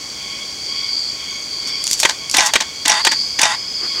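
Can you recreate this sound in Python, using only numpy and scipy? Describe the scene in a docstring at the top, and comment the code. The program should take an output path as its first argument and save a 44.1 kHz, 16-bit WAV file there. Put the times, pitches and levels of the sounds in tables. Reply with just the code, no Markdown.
"""Insects drone in a forest throughout, their chorus waxing and waning. A small animal lands on a trunk
and scrabbles at the bark. While it still scratches, a reflex camera takes the first of three slow
exposures. Each opens with the slap of the mirror and a curtain tick, and closes with a clatter and the
whirr of the winding motor. The loudest clicks overload the recorder."""
import sys
import numpy as np
from scipy import signal
from scipy.fft import rfft, irfft
from scipy.io import wavfile
from scipy.ndimage import uniform_filter1d, minimum_filter1d

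SR = 44100
rng = np.random.default_rng(int(sys.argv[2]) if len(sys.argv) > 2 else 0)


def materialize(psi):
    """Save the field psi as 16-bit PCM at rate SR to the path in sys.argv[1].

    A 1-D psi becomes a single channel; in a 2-D psi each row is a channel.
    """
    bounded = np.clip(np.atleast_2d(psi).T, -1, 1)
    quanta = np.round(bounded * 32767).astype(np.int16)
    wavfile.write(sys.argv[1], SR, quanta)


N = 176400
T = np.arange(N) / SR

# exposures: mirror lift t/s, curtain opening t/s, mirror release t/s, closing level/dB
EXPOSURES = [(2.0309, 2.095, 2.3675, 3.5), (2.536, 2.608, 2.8798, 1), (3.0490, 3.119, 3.4152, 0.5)]
# resonances of the camera body: f/Hz, width/Hz, gain/dB
BODY_RESONANCES = [(906, 45, 8), (1330, 134, -8), (1553, 45, 5.5), (1903, 77, 4), (6790, 130, 2.5),
                   (10630, 280, 4)]


def from_db(db):
    """Amplitude ratio: a factor of ten for every 20 dB."""
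    return 10 ** (np.asarray(db) / 20)


def unit_power(x):
    """Normalisation to a mean square of one."""
    return x / np.sqrt(np.mean(x ** 2) + 1e-20)


def curve(rows, t=T, column=1):
    """Linear interpolation of one table column in time."""
    rows = np.array(rows)
    return np.interp(t, rows[:, 0], rows[:, column])


def colour(x, spectrum, resonances=(), size=4096):
    """Minimum-phase filter of unit power gain: the spectrum's levels are relative."""
    hz, points = np.fft.rfftfreq(size, 1 / SR) + 1, np.array(spectrum)
    db = np.interp(np.log(hz), np.log(points[:, 0]), points[:, 1])
    for centre, width, gain_db in resonances:
        db = db + gain_db / (1 + (2 * (hz - centre) / width) ** 2)
    cepstrum = irfft(np.log(from_db(db)))
    cepstrum[1:size // 2] *= 2  # folding makes the response causal
    cepstrum[size // 2 + 1:] = 0
    response = irfft(np.exp(rfft(cepstrum)))
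    return signal.fftconvolve(x, response / np.linalg.norm(response))[:len(x)]


def band_noise(hz, width):
    """Narrow-band noise of unit power: the narrower the band, the slower it fluctuates."""
    detuning = 2 * (np.fft.rfftfreq(N, 1 / SR) - hz) / width
    return unit_power(irfft(rfft(rng.standard_normal(N)) / np.sqrt(1 + detuning ** 4), N))


def grains(per_s, spread_db=2.0):
    """Shot noise of unit power: tiny independent impacts of uneven size."""
    sizes = from_db(spread_db * np.minimum(rng.exponential(1, N), 4)) * rng.choice([-1, 1], N)
    return unit_power(sizes * (rng.random(N) < per_s / SR))


def burst(t, attack, hold, t60):
    """Envelope of a damped vibration: linear rise, hold, exponential decay."""
    return np.clip(t / attack, 0, 1) * from_db(-60 * np.clip((t - attack - hold) / t60, 0, 3))


def forest():
    """Broadband noise: air murmurs and far insects merge into a hiss, with a few narrow-band calls."""
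    # spectra: f/Hz, level/dB
    air_spectrum = [(15, -15), (35, -7), (60, 1.5), (110, 2), (300, 2.5), (480, 0.5), (800, -3),
                    (1600, -4.5), (3000, -21), (8000, -68)]
    hiss_spectrum = [(900, -60), (2000, -3.5), (2800, -5), (3950, -4.5), (4500, 11), (5100, 2), (5600, 5.5),
                     (6700, 3), (7700, -2.5), (8200, -6.5), (10000, -14), (12000, -19), (16000, -20.5)]
    # envelope of the hiss: t/s, level/dB
    hiss_levels = [(0, -32.5), (2.7, -33), (3.2, -30.5), (3.65, -34), (4, -31)]
    # thin calls: t/s, half length/s, f/Hz, level/dB
    far_calls = [(.7, .75, 5510, -44), (1.05, 0.097, 7400, -43.5), (1.365, 0.11, 6510, -38),
                 (1.774, 0.14, 5390, -36)]
    air = from_db(-41.5) * colour(rng.standard_normal(N), air_spectrum)
    calls = sum(from_db(db) * np.exp(-((T - at) / half) ** 4) * band_noise(hz, width=34)
                for at, half, hz, db in far_calls)
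    hiss = from_db(curve(hiss_levels)) * colour(rng.standard_normal(N), hiss_spectrum)
    return air + calls + hiss


def cicadas():
    """Incoherent voices add to bands of noise: a chorus waxes and wanes, and a higher cicada joins."""
    # voices of the chorus: f/Hz, width/Hz, relative level/dB
    voices = [(4450, 250, 6), (4665, 200, 13.5), (4820, 45, 1.5)]
    # envelopes: t/s, level/dB
    chorus_levels = [(0, -34), (.6, -29.5), (.67, -25.5), (.9, -21.5), (1.08, -21.5), (1.2, -32),
                     (1.42, -29.5), (1.6, -24.5), (1.85, -25), (2.15, -32), (2.75, -34.5), (2.95, -21.5),
                     (3.2, -19.5), (3.33, -28), (3.7, -31), (3.88, -21.5), (4, -24)]
    soloist_levels = [(0, -70), (.7, -41), (1.1, -40), (1.3, -56), (2.9, -48), (3.1, -27.5), (3.7, -29),
                      (4, -26)]
    chorus = unit_power(sum(from_db(db) * band_noise(hz, width) for hz, width, db in voices))
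    soloist = band_noise(hz=5017, width=78)
    return from_db(curve(chorus_levels)) * chorus + from_db(curve(soloist_levels)) * soloist


def buzzing_insect():
    """Amplitude modulation: the partials of a lower buzz swell together about twice a second."""
    # swells: t/s, level/dB
    swells = [(.32, -7.5), (.8, -7.5), (1.27, -7.5), (1.74, -7), (2.22, -12), (2.72, -14.5), (3.2, -21),
              (3.6, -18), (3.96, -9.5)]
    # partials: f/Hz, width/Hz, level/dB
    partials = [(1095.4, 37, -38), (2220, 39.4, -31.5), (2185, 240, -36), (2410, 170, -36.5),
                (3190, 300, -32), (3309, 94, -28), (3520, 22, -39)]
    half_length_s, floor_db = .118, -14
    swell = sum(from_db(db) / (1 + ((T - at) / half_length_s) ** 4) for at, db in swells)
    buzz = sum(from_db(db) * band_noise(hz, width) for hz, width, db in partials)
    return np.hypot(swell, from_db(floor_db)) * buzz


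def animal():
    """Impulsive excitation: claws snap on dry bark amid fine crackle, while foliage brushes softly."""
    # claw strikes and crackle envelope: t/s, level/dB
    scratches = [(1.674, -21), (1.8405, -9), (1.8682, -11), (1.8768, -11), (1.912, -2.5), (1.931, -3),
                 (1.937, -12), (1.9922, -15), (2.0005, -3), (2.0052, -9), (2.023, -17), (2.2975, -12),
                 (2.3128, -11), (2.463, -9), (2.470, -11)]
    crackle_levels = [(1.65, -45), (1.685, -27), (1.73, -55), (1.83, -37), (1.875, -26), (1.905, -25),
                      (1.938, -18), (1.968, -34), (2.008, -20.5), (2.05, -29), (2.27, -52), (2.32, -26),
                      (2.445, -27), (2.467, -14.5), (2.53, -60)]
    # brushes of foliage: t/s, half length/s, level/dB
    brushes = [(1.688, 0.037, -39), (3.844, 0.032, -33), (3.975, 0.031, -33.5)]
    # spectra: f/Hz, level/dB
    bark_spectrum = [(200, -24.5), (1700, -16), (2400, -9.5), (3700, -4.5), (5900, 5), (7400, 2.5),
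                     (8600, -5.5), (11300, -12.5), (16000, -26.5)]
    foliage_spectrum = [(100, -22), (320, 10), (650, -7), (1200, 4), (2500, -2), (6000, -25), (16000, -40)]
    snaps = sum(from_db(db) * burst(T - at, attack=.0003, hold=.0008, t60=.006) for at, db in scratches)
    crackle = from_db(curve(crackle_levels)) * grains(per_s=3000)
    brushing = sum(from_db(db) * np.exp(-((T - at) / half) ** 2) for at, half, db in brushes)
    bark = colour(snaps * rng.choice([-1, 1], N) + crackle, bark_spectrum)
    return bark + colour(brushing * rng.standard_normal(N), foliage_spectrum)


def winding_motor():
    """Gear tones follow the turning rate: the rattling train slows under the spring's load, then races."""
    # run, from the mirror's release: t/s, turning rate/Hz, level/dB
    winding = [(-.027, 78, -47), (-.006, 86, 0.5), (.02, 85, 2), (.05, 85.5, 2.5), (.072, 84, 0),
               (.097, 82.5, 0), (.118, 87, -3), (.129, 94, -3), (.139, 82, -9.5), (.147, 100, -23),
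               (.168, 63, -21)]
    # gear tones: multiple of the turning rate, level/dB
    gear_tones = [(7.7, -37), (10, -26), (12, -29), (16, -37), (19.6, -34), (23, -27.5), (43, -29.5)]
    # spectrum of the tooth impacts: f/Hz, level/dB
    rattle_spectrum = [(150, -35), (500, -24), (720, -9), (840, -5.5), (1150, 4.5), (1950, 1.5), (2200, -1),
                       (3600, 0), (4200, -11), (6500, -2.5), (8400, -11), (10500, -18.5), (16000, -56)]
    out = np.zeros(N)
    wobble = 1 + .011 * band_noise(hz=0, width=154)
    rattle = from_db(-21.5) * colour(grains(per_s=2500), rattle_spectrum, BODY_RESONANCES)
    for _, _, release, _ in EXPOSURES:
        running = (T > release + winding[0][0]) & (T < release + winding[-1][0])
        t = T[running] - release
        turns = np.cumsum(curve(winding, t) * wobble[running]) / SR
        whine = sum(from_db(db) * np.sqrt(2) * np.sin(2 * np.pi * (multiple * turns + rng.random()))
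                    for multiple, db in gear_tones)
        out[running] += from_db(curve(winding, t, column=2)) * (whine + rattle[running])
    return out


def camera_ring():
    """Damped modes: the body rings as the curtain opens, the mirror as it lands on its stop."""
    # modes: f/Hz, level/dB, t60/s
    body_modes = [(880, -25, .07), (1030, -30, .06), (1665, -31, .05)]
    mirror_modes = [(830, -15, .035), (2360, -10, .035), (5600, -15, .035), (5830, -10, .045)]
    body_hold_s, mirror_fall_s = .0094, .0168
    out, t = np.zeros(N), T[:SR // 8]
    for _, opens, release, closing_db in EXPOSURES:
        for start, strike_db, hold, modes in ((opens, 0, body_hold_s, body_modes),
                                              (release + mirror_fall_s, closing_db, 0, mirror_modes)):
            i = int(start * SR)
            for hz, db, t60 in modes:
                envelope = from_db(db + strike_db) * burst(t, .0011, hold, t60)
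                out[i:i + len(t)] += envelope * np.sin(2 * np.pi * (hz * t + rng.random()))
    return out


def shutter():
    """Source and filter: each contact rattles small parts, and a duller tail dies away in the body."""
    # spectra of the contacts: f/Hz, level/dB
    lift = [(150, -31), (380, -15), (560, -3), (1000, -4.5), (1350, -3), (1700, -4.5), (4400, -1),
            (5100, -5.5), (6200, -2), (7500, -6.5), (10400, -13), (16000, -32)]
    slap = [(35, -26), (60, -27.5), (350, -9.5), (600, -13.5), (900, -9.5), (1300, -5), (1900, -3.5),
            (2700, -8), (3400, -3.5), (4600, -12.5), (7000, -13), (9000, -18.5), (11000, -31), (16000, -36)]
    curtain = [(100, -30), (300, -1.5), (430, -14.5), (620, -3), (950, -4), (1950, 3), (2700, -2),
               (3300, 0.5), (6000, 1), (8400, -7.5), (10000, -19), (16000, -30)]
    latch = [(150, -37), (450, -27), (800, -28), (2000, -9), (3500, -3.5), (6600, -3), (7900, -5.5),
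             (8700, -2), (10000, -10), (16000, -25.5)]
    drop = [(60, -40), (130, -19), (280, -15.5), (440, -16), (800, -2), (1360, -22.5), (2370, -0.5),
            (2800, -8), (4800, -13.5), (5700, 0.5), (7200, -15.5), (10000, -19), (16000, -52)]
    settle = [(100, -23), (250, -18.5), (450, -19), (700, -0.5), (1200, -14), (1950, -5.5), (3000, -9.5),
              (5600, -3), (7500, -9.5), (10000, -32), (16000, -50)]
    # stage (0 lift, 1 opening, 2 release), delay/s, level/dB, attack/s, hold/s, t60/s, tail/dB, spectrum
    contacts = [(0, 0, -6, .0005, .002, .016, -7, lift),
                (0, .0188, -1, .002, .004, .023, -18, slap),
                (1, -.0045, -15, .0005, .002, .02, -12, curtain),
                (1, 0, -9.5, .0003, .0012, .02, -12, curtain),
                (1, .009, -21, .001, .007, .025, -14, curtain),
                (2, -.028, -16.5, .002, .003, .05, -6, curtain),
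                (2, -.0225, -11, .0008, .002, .019, -12, curtain),
                (2, .0003, .5, .0002, .0018, .011, -18, latch),
                (2, .0158, -.5, .0005, .003, .023, -18, drop),
                (2, .0295, -14, .0004, .001, .012, -14, settle),
                (2, .038, -8.5, .0005, .002, .019, -11, settle)]
    likeness = .4  # correlation of a contact's rattle between exposures
    out, length = np.zeros(N), SR // 4
    damping = signal.butter(6, 8000, fs=SR, output="sos")
    for stage, delay, db, attack, hold, t60, tail_db, spectrum in contacts:
        force, pattern = np.zeros(N), rng.choice([-1, 1], (2, length))
        for *stage_times, closing_db in EXPOSURES:
            start = stage_times[stage] + delay
            span = slice(int(start * SR), int(start * SR) + length)
            t = T[span] - start
            repeats = rng.random(length) < np.sqrt(likeness)
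            hit_noise, tail_noise = np.where(repeats, pattern, rng.choice([-1, 1], (2, length)))
            hit = hit_noise * burst(t, attack, hold, t60)
            tail = signal.sosfilt(damping, tail_noise * burst(t, attack, hold, t60=.14))
            force[span] += from_db(db + closing_db * (stage == 2)) * (hit + from_db(tail_db) * tail)
        out += colour(force, spectrum, BODY_RESONANCES)
    return out


def scene():
    """Mid-side stereo: all sources sit in the centre; the top treble spreads, most for near sounds."""
    near = shutter() + camera_ring() + winding_motor() + animal()
    mid = near + cicadas() + buzzing_insect() + forest()
    # spectrum of the side signal: f/Hz, level/dB
    side_spectrum = [(1500, -49), (2000, -46), (8500, -44), (9200, 1.5), (12000, 3), (16000, 1)]
    treble = signal.sosfilt(signal.butter(6, 9000, "high", fs=SR, output="sos"), mid)
    side_power = (from_db(-7) * treble) ** 2 + (from_db(-23) * near) ** 2
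    side_envelope = np.sqrt(np.abs(uniform_filter1d(side_power, size=64)))
    side = colour(side_envelope * rng.standard_normal(N), side_spectrum)
    return np.array([mid + side, mid - side])


def record(dry):
    """Peak limiting: fast gain dips hold the loudest clicks, the excess clips, a low-pass cuts the top."""
    ceiling, window_samples, stopband_hz = 1.03, 45, 16450
    allowed_gain = np.minimum(1, ceiling / (np.abs(dry).max(axis=0) + 1e-9))
    gain = uniform_filter1d(minimum_filter1d(allowed_gain, window_samples), window_samples)
    low_pass = signal.cheby2(16, 60, stopband_hz, fs=SR, output="sos")
    return signal.sosfilt(low_pass, np.clip(dry * gain, -1, 1))


dry = scene()
out = record(dry)
materialize(out)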